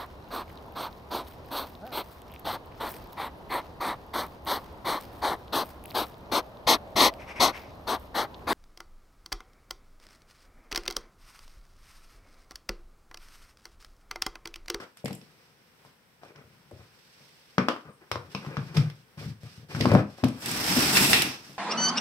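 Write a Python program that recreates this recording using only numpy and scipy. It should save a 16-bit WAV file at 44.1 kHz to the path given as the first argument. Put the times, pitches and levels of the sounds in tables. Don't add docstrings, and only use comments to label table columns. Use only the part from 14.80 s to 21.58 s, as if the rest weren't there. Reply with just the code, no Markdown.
import sys
import numpy as np
from scipy import signal
from scipy.fft import rfft, irfft, next_fast_len
from scipy.io import wavfile

SR = 44100
rng = np.random.default_rng(int(sys.argv[2]) if len(sys.argv) > 2 else 0)


def log_audio(samples):
    frames = np.atleast_2d(samples).T
    limited = np.clip(frames, -1, 1)
    pcm = np.round(limited * 32767).astype(np.int16)
    wavfile.write(sys.argv[1], SR, pcm)


def voltage_ratio(decibels):
    exponent = np.asarray(decibels, float) / 20
    return 10 ** exponent


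N = 298998

# f/Hz, relative level/dB, T60/s of the free ring
BODY = [(94, 1.5, 0.15), (115, -1, 0.25), (144.2, 3.5, 0.16), (165, -9.5, 0.21), (190.2, 5.5, 0.096),
        (251.7, 6, 0.11), (301.1, 5, 0.099), (350, -2.5, 0.15)]
WALL = [(390, 1, 0.053), (456.5, -1, 0.088), (519, -6, 0.11), (569.4, -3, 0.056), (670, -20.5, 0.12)]
RIM = [(740, -8.5, 0.029), (884, -2, 0.0076), (896, -20.5, 0.058), (1062, -6, 0.042), (1186, -9.5, 0.05),
       (1273, 1.5, 0.021), (1484, 3, 0.016), (1664, -4, 0.015), (1950, 0.5, 0.027), (2390, 5, 0.17)]
# f/Hz, correlation/1
WIDE_LIKENESS = [(100, 1), (300, 0.93), (700, 0.64), (1500, 0.033), (10000, 0.022)]
LUCK_DB = 1.5
NEAR_PAN_DB = 0.5


def rms_one(x):
    return x / np.sqrt(np.mean(x ** 2) + 1e-20)


def in_time(rows):
    s, *columns = np.transpose(rows)
    return [np.interp(np.arange(N) / SR, s, c, left=-200) for c in columns]


def at_hz(points, hz):
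    f, v = np.transpose(points)
    return np.interp(np.log(np.maximum(hz, 1)), np.log(f), v)


def coloured(x, gain):
    size = next_fast_len(x.shape[-1])
    spectrum = rfft(x, size) * gain(np.fft.rfftfreq(size, 1 / SR))
    return irfft(spectrum, size)[..., :x.shape[-1]]


def coarse_and_fine(x, spectrum):
    x = coloured(x, lambda hz: voltage_ratio(at_hz(spectrum, hz)))
    coarse = coloured(x, lambda hz: hz < 6800)
    return rms_one(coarse), rms_one(x - coarse)


def drift(rate):
    r = np.exp(-2 * np.pi * rate / SR)
    slow = signal.lfilter([1], [1, -2 * r, r * r], rng.standard_normal(N + SR))
    return rms_one(slow[SR:])


def ring(force, hz, t60):
    r, w = voltage_ratio(-60 / (t60 * SR)), 2 * np.pi * hz / SR
    return signal.lfilter([0, np.sin(w)], [1, -2 * r * np.cos(w), r * r], force + 1e-18)


def dying(clicks, t60):
    return signal.lfilter([1], [1, -voltage_ratio(-60 / (t60 * SR))], clicks + 1e-18)


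def spikes(seconds, db):
    clicks = np.zeros(N)
    clicks[(seconds * SR).astype(int)] = voltage_ratio(db)
    return clicks


def paired(mid, side, likeness):
    alike = lambda hz: np.clip(at_hz(likeness, hz), 0, 1)
    mid = coloured(mid, lambda hz: np.sqrt(1 + alike(hz)))
    side = coloured(side, lambda hz: np.sqrt(1 - alike(hz)))
    return np.array([mid + side, mid - side]) / np.sqrt(2)


def wide_noise(likeness):
    return paired(*rng.standard_normal((2, N)), likeness)


def rubbed(modes, rough_db, rate, favoured=None):
    force, out = rng.standard_normal(N) * voltage_ratio(rough_db * drift(rate)), 0
    for hz, level_db, t60 in modes:
        near = 1 if favoured is None else voltage_ratio(-5 * np.abs(np.log2(hz / favoured)))
        out = out + near * voltage_ratio(level_db) * ring(force, hz, t60) / np.sqrt(t60)
    return rms_one(out)


def luck(rows, modes, reach_db):
    s, db, favoured = np.transpose(rows)[:3, :, None]
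    hz, level_db, t60 = np.transpose(modes)
    loss = reach_db * np.abs(np.log2(hz / favoured))
    return db + level_db - loss + rng.normal(0, LUCK_DB, (len(s), len(hz)))


def placed(x, pan_db, lead_s):
    way = np.array([[.5], [-.5]])
    return voltage_ratio(way * pan_db) * coloured(x, lambda hz: np.exp(2j * np.pi * way * hz * lead_s))


def room_tone():
    # f/Hz, relative level/dB per Hz
    hush = [(15, -48), (25, 7), (107, 1), (144, 3), (248, -2.5), (299, -8), (500, -2.5), (620, -9),
            (1010, -6.5), (1150, -8.5), (1510, -6.5), (1680, -7), (2330, -9), (5230, -17.5), (15800, -24)]
    # f/Hz, correlation/1
    hush_likeness = [(60, 0.91), (240, 0.61), (950, 0.42), (3770, -1.1), (15000, -0.04)]
    air = coloured(wide_noise(hush_likeness), lambda hz: voltage_ratio(at_hz(hush, hz)))
    return voltage_ratio(-61 + 1.0 * drift(3)) * rms_one(air)


def room(x):
    # f/Hz, T60/s
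    room_t60 = [(100, 0.24), (400, 0.3), (1500, 0.27), (5000, 0.24), (14000, 0.31)]
    # f/Hz, level/dB
    room_level = [(100, -12.5), (300, -6.5), (1000, -3.5), (4000, -2.5), (12000, -7.5)]
    noise = [wide_noise(WIDE_LIKENESS) for _ in "ab"]
    build = np.exp(-1 / (0.0011 * SR))
    out = 0
    for k, low in enumerate(70 * 2 ** (np.arange(47) / 6)):
        band = signal.butter(2, [low, low * 2 ** (1 / 6)], "band", fs=SR, output="sos")
        half = at_hz(room_t60, low) / 2
        energy = dying(signal.sosfilt(band, x) ** 2, half) * (1 - voltage_ratio(-60 / (half * SR)))
        energy = signal.lfilter([1 - build], [1, -build], energy)
        tail = np.sqrt(energy) * rms_one(signal.sosfilt(band, noise[k % 2]))
        out = out + voltage_ratio(at_hz(room_level, low)) * tail
    return out


def squeak():
    # start t/s, length/s, level/dB, f/Hz, T60/s
    squeaks = [(3.04, .11, -54, 1190, .05), (3.07, .13, -70, 8700, .012)]
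    t, out = np.arange(N) / SR, 0
    for s, length, db, hz, t60 in squeaks:
        swell = np.interp(t, [s, s + length / 2, s + length], [0, 1, 0])
        out = out + voltage_ratio(db) * swell * rubbed([(hz, 0, t60)], 2.5, 30)
    return out


def rubs():
    # start t/s, length/s,
    # pressure on the walls level/dB, rim chafe level/dB, skin hiss level/dB
    strokes = [(-0.07, 0.12, -51, -37.5, -49.5), (0.167, 0.048, -67, -62, -58.5),
               (0.31, 0.66, -68, -68, -66.5), (1.038, 0.087, -75, -62, -66), (1.414, 0.11, -61, -52.5, -64),
               (1.547, 0.08, -56, -53.5, -82), (1.657, 0.3, -59.5, -68.5, -72),
               (1.92, 0.26, -75, -61.5, -65), (2.12, 1, -90, -72, -61.5), (3.048, 0.074, -48, -51.5, -93),
               (3.197, 0.088, -70, -55, -87), (3.4, 0.13, -52, -55, -66), (3.496, 0.099, -63, -55.5, -53.5),
               (3.57, 0.28, -62, -48, -57), (3.796, 0.22, -40.5, -54, -58.5),
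               (3.942, 0.087, -32, -41, -47.5), (4.004, .12, -54, -48.5, -59),
               (4.143, 0.1, -52.5, -68, -64.5), (4.372, 0.16, -48, -47, -50.5),
               (4.601, 0.25, -55, -59, -57), (4.884, 0.27, -40, -42.5, -47), (4.998, 0.096, -19, -59, -47),
               (5.084, 0.13, -18.5, -31, -47), (5.265, 0.14, -56, -60.5, -60),
               (5.374, 0.12, -66, -54.5, -56.5), (5.445, 0.4, -66, -51, -55.5)]
    # f/Hz, relative level/dB per Hz
    skin_spectrum = [(880, -19), (1500, -4.5), (2670, -1.5), (2970, -2.5), (5090, -4), (7090, -9.5),
                     (8540, -12), (9510, -15), (11900, -14.5), (15500, -27)]
    rise = 0.26
    t, gains = np.arange(N) / SR, 0
    for s, length, *db in strokes:
        shape = np.interp((t - s) / length, [0, rise, 1], [0, 1, 0]) ** 0.5
        gains = gains + voltage_ratio(np.array(db))[:, None] * shape
    press, chafe, hiss = gains
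    favoured = 720 * 2 ** (0.22 * drift(9.9))
    skin = wide_noise(WIDE_LIKENESS) * voltage_ratio(1.7 * drift(40))
    skin = rms_one(coloured(skin, lambda hz: voltage_ratio(at_hz(skin_spectrum, hz))))
    wobble = press * rubbed(BODY[1:4], 1.3, 19.0)
    return wobble + chafe * rubbed(WALL + RIM, 3.5, 23, favoured) + hiss * skin


def drag():
    # t/s, grit level/dB, treble level against the grit/dB
    slide = [(5.56, -72, 8), (5.6, -55, 0), (5.63, -41, -5.5), (5.68, -36, -5), (5.95, -26.5, -5.5),
             (6.0, -25.5, -4.5), (6.1, -27, -6.5), (6.14, -27, -2.5), (6.22, -25, -2), (6.32, -27, 0.5),
             (6.41, -29.5, -4), (6.49, -36.5, -11), (6.6, -53.5, -11.5), (6.69, -51.5, -6.5),
             (6.78, -60, -7)]
    # t/s, base chatter level/dB, jolt of the grit level/dB
    catches = [(5.658, -55, 2.5), (5.989, -37, 2), (6.148, -29.5, 3.5), (6.236, -29, -2.5),
               (6.331, -21.5, -1), (6.417, -49, -1)]
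    # f/Hz, relative level/dB, T60/s
    base_modes = [(1950, -1, 0.054), (2330, -8, 0.013), (2510, 4, 0.05), (2692, 9.5, 0.043),
                  (3530, 8.5, 0.0048)]
    # f/Hz, relative level/dB per Hz
    grit_spectrum = [(240, 4.5), (400, -1.5), (561, -4), (799, 0.5), (1070, -2.5), (1170, -1), (1890, -0.5),
                     (2690, -2), (4080, -4.5), (5300, -2), (6470, -5.5), (8030, -12.5), (9960, -14),
                     (11800, -14.5), (15800, -24.5)]
    rumble_db, steady_chatter_db = -5, -11.5
    grains_per_s, grain_spread_db = 5000, 1
    chatter_rough_db, catch_t60_s = 4.0, 0.34
    grit_db, treble_db = in_time(slide)
    s, chatter_db, jolt_db = np.transpose(catches)
    jolts = dying(spikes(s, jolt_db) - spikes(s, 0), catch_t60_s)
    coarse = voltage_ratio(grit_db) * (1 + jolts)
    rumble, fine = coarse * voltage_ratio(rumble_db), coarse * voltage_ratio(treble_db)
    chatter = voltage_ratio(grit_db + steady_chatter_db) + dying(spikes(s, chatter_db), catch_t60_s)
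    born = rng.random((2, N)) < grains_per_s * voltage_ratio(3.0 * drift(30)) / SR
    sizes = voltage_ratio(grain_spread_db * np.minimum(rng.exponential(1, (2, N)), 5))
    grains = born * sizes * rng.choice([-1, 1], (2, N))
    low, high = coarse_and_fine(paired(*grains, WIDE_LIKENESS), grit_spectrum)
    edge = paired(rubbed(base_modes, chatter_rough_db, 32),
                  rubbed(base_modes, chatter_rough_db, 35), WIDE_LIKENESS)
    return rumble * rubbed(BODY[2:], 3.0, 16) + coarse * low + fine * high + chatter * edge


def taps():
    # t/s, rim level/dB, favoured mode f/Hz, crack level/dB, fine crack level/dB
    contacts = [(0.171, -49, 1480, -55, -52), (0.258, -25, 725, -53, -62), (0.282, -34.5, 1050, -60, -70),
                (0.308, -27, 740, -57, -70), (0.414, -41, 727, -54.5, -78), (1.05, -43, 860, -72, -66),
                (1.434, -28.5, 740, -59, -73), (1.45, -44, 795, -69, -66), (1.559, -45.5, 1060, -53, -75),
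                (1.912, -40, 804, -64, -65), (2.782, -11.5, 1365, -28.5, -55), (2.885, -14, 1180, -27, -44),
                (2.963, -28.5, 1110, -62, -73), (3.009, -41, 1070, -65, -97),
                (3.315, -21.5, 1220, -29.5, -41.5), (3.357, -19.5, 1050, -42.5, -70),
                (3.549, -24, 1015, -33.5, -54), (3.649, -32, 1070, -53, -72), (3.664, -34, 1060, -51, -70),
                (3.769, -23, 1340, -38.5, -70), (3.972, -28.5, 1160, -35, -44), (4.1, -45, 1380, -45, -59),
                (4.633, -53, 1550, -57, -60), (4.908, -38, 755, -48, -70), (4.949, -30.5, 1490, -41, -62),
                (5.009, -25, 1000, -24.5, -40), (5.056, -10.5, 890, -33, -47),
                (5.117, -14, 950, -34.5, -48), (5.137, -23, 740, -50, -45), (5.151, -3.5, 820, -38, -50),
                (5.385, -31, 712, -65, -64), (5.438, -11.5, 795, -33.5, -65),
                (5.485, -37.5, 1080, -60, -65), (5.659, -47, 2020, -32, -31.5), (5.714, -32, 706, -41, -32),
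                (6.17, -18, 1950, -20, -41), (6.331, -16, 1950, -14.5, -25), (6.42, -38, 2080, -22, -23)]
    # t/s at the loudest, crack level/dB, fine crack level/dB
    crumbles = [(0.249, -50, -43), (0.259, -33.5, -40), (0.282, -44, -46), (0.31, -50, -64),
                (0.331, -43, -45), (0.352, -65, -43), (3.97, -26.5, -47.5), (5.444, -33, -36),
                (5.486, -42, -43.5)]
    # f/Hz, relative level/dB per Hz
    crack_spectrum = [(1060, -26), (1800, -2), (2800, -2), (4240, -8), (5260, -8.5), (6770, -17),
                      (7960, -21), (9620, -25), (11100, -22), (15500, -40)]
    crumble_s, bite_s, crack_t60_s = 0.0026, 0.00033, 0.02
    s, *_, coarse_db, fine_db = np.transpose(contacts)
    mode_levels = luck(contacts, RIM, 34.5).T
    out = sum(ring(spikes(s, db), hz, t60) for (hz, _, t60), db in zip(RIM, mode_levels))
    bite = np.exp(-1 / (bite_s * SR))
    t = np.arange(-SR // 20, SR // 20 + 1) / SR
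    puff = np.exp(-(t / crumble_s) ** 2)
    puff_s, *puff_levels = np.transpose(crumbles)
    noises = coarse_and_fine(wide_noise(WIDE_LIKENESS), crack_spectrum)
    for db, puff_db, noise in zip((coarse_db, fine_db), puff_levels, noises):
        clicks = signal.lfilter([2 * (1 - bite)], [1, -bite], spikes(s, db) + 1e-18)
        puffs = np.abs(signal.fftconvolve(spikes(puff_s, puff_db), puff, "same"))
        out = out + noise * (dying(clicks, crack_t60_s) + puffs)
    return out


def thumps():
    # t/s, body level/dB, favoured mode f/Hz, upper wall level/dB
    blows = [(0.242, -16, 177, -22), (0.262, -39, 208, -36), (0.305, -21, 180, -29.5),
             (0.414, -38, 170, -45), (1.056, -47, 172, -53), (1.505, -60, 398, -40), (1.571, -45, 145, -63),
             (1.639, -33, 80.7, -48), (1.856, -43, 132, -63), (1.915, -33, 402, -36.5),
             (1.927, -27, 94, -53), (1.992, -31.5, 94.2, -47), (2.404, -50, 145, -50.5),
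             (2.78, -7.5, 188, -14.5), (2.884, -17, 330, -17.5), (3.088, -39, 198, -39),
             (3.314, -20, 93, -24.5), (3.358, -24, 94, -26), (3.547, -20, 162, -29.5),
             (3.667, -20.5, 155, -53), (3.773, -13.5, 145, -31), (3.97, -8, 117, -22),
             (3.977, -4, 126.5, -41), (4.373, -25.5, 131, -46.5), (4.412, -27.5, 122, -36),
             (4.439, -29, 129, -60), (4.459, -20, 129, -60), (4.483, -22, 129, -62),
             (4.632, -24, 116, -40.5), (4.776, -28, 115, -54), (4.829, -32, 127, -47),
             (4.946, -15.5, 121, -51), (4.968, -21.5, 227, -31), (5.004, -9, 164, -18),
             (5.052, -4.5, 220, -14.5), (5.118, -3.5, 130, -10), (5.138, -2, 216, -10),
             (5.152, -12, 165, -8.5), (5.198, -22, 302, -33), (5.432, -3.5, 123, -36),
             (5.437, -9, 243, -15.5), (5.474, -22, 127, -45), (5.966, -14, 238, -23),
             (6.207, -10, 173, -47), (6.694, -37, 158, -46)]
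    swell_cycles, ring_share = 0.64, 0.63
    out, t = np.zeros(N + SR), np.arange(SR // 2) / SR
    hz, _, t60 = np.transpose(BODY + WALL)[:, :, None]
    walls = np.array(WALL)[:, 1] + rng.normal(0, LUCK_DB, (len(blows), len(WALL)))
    levels = np.hstack([luck(blows, BODY, 18), np.array(blows)[:, 3:4] + walls])
    swell = 1 - np.exp(-t * hz / swell_cycles)
    rings = swell ** 2 * voltage_ratio(-60 * t / (t60 * ring_share)) * np.sin(2 * np.pi * hz * t)
    for (s, *_), db in zip(blows, levels):
        start = int(s * SR)
        out[start:start + len(t)] += voltage_ratio(db) @ rings
    return out[:N]


def scene():
    near, far = thumps() + taps() + rubs() + squeak(), drag()
    air = room_tone()
    direct = placed(near, NEAR_PAN_DB, 0.00016) + placed(far, 0.5, -0.00011)
    return direct + room((near + far)[0]) + air


def low_pass(x):
    return signal.sosfilt(signal.butter(12, 16830, fs=SR, output="sos"), x)


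def record(dry):
    # f/Hz, gain/dB
    port_gain = [(4200, -0.5), (5500, 4), (6100, -1.5), (6900, -6), (8200, 2.5), (10000, -2.5),
                 (11800, 1.5)]
    # f/Hz, level difference/dB
    port_difference = [(60, 3.5), (120, 3), (240, 4), (480, 4.5), (950, 5), (1890, 1.5), (3770, -3.5),
                       (7520, -4), (15000, 7)]
    way = np.array([[.5], [-.5]])
    mix = coloured(dry, lambda hz: voltage_ratio(at_hz(port_gain, hz)
                                       + (at_hz(port_difference, hz) - NEAR_PAN_DB) * way))
    mix = signal.sosfilt(signal.butter(2, 113, "high", fs=SR, output="sos"), mix)
    mix = signal.sosfilt(signal.cheby2(16, 60, 16300, fs=SR, output="sos"), mix)
    return low_pass(mix)


dry = scene()
out = record(dry)
log_audio(out)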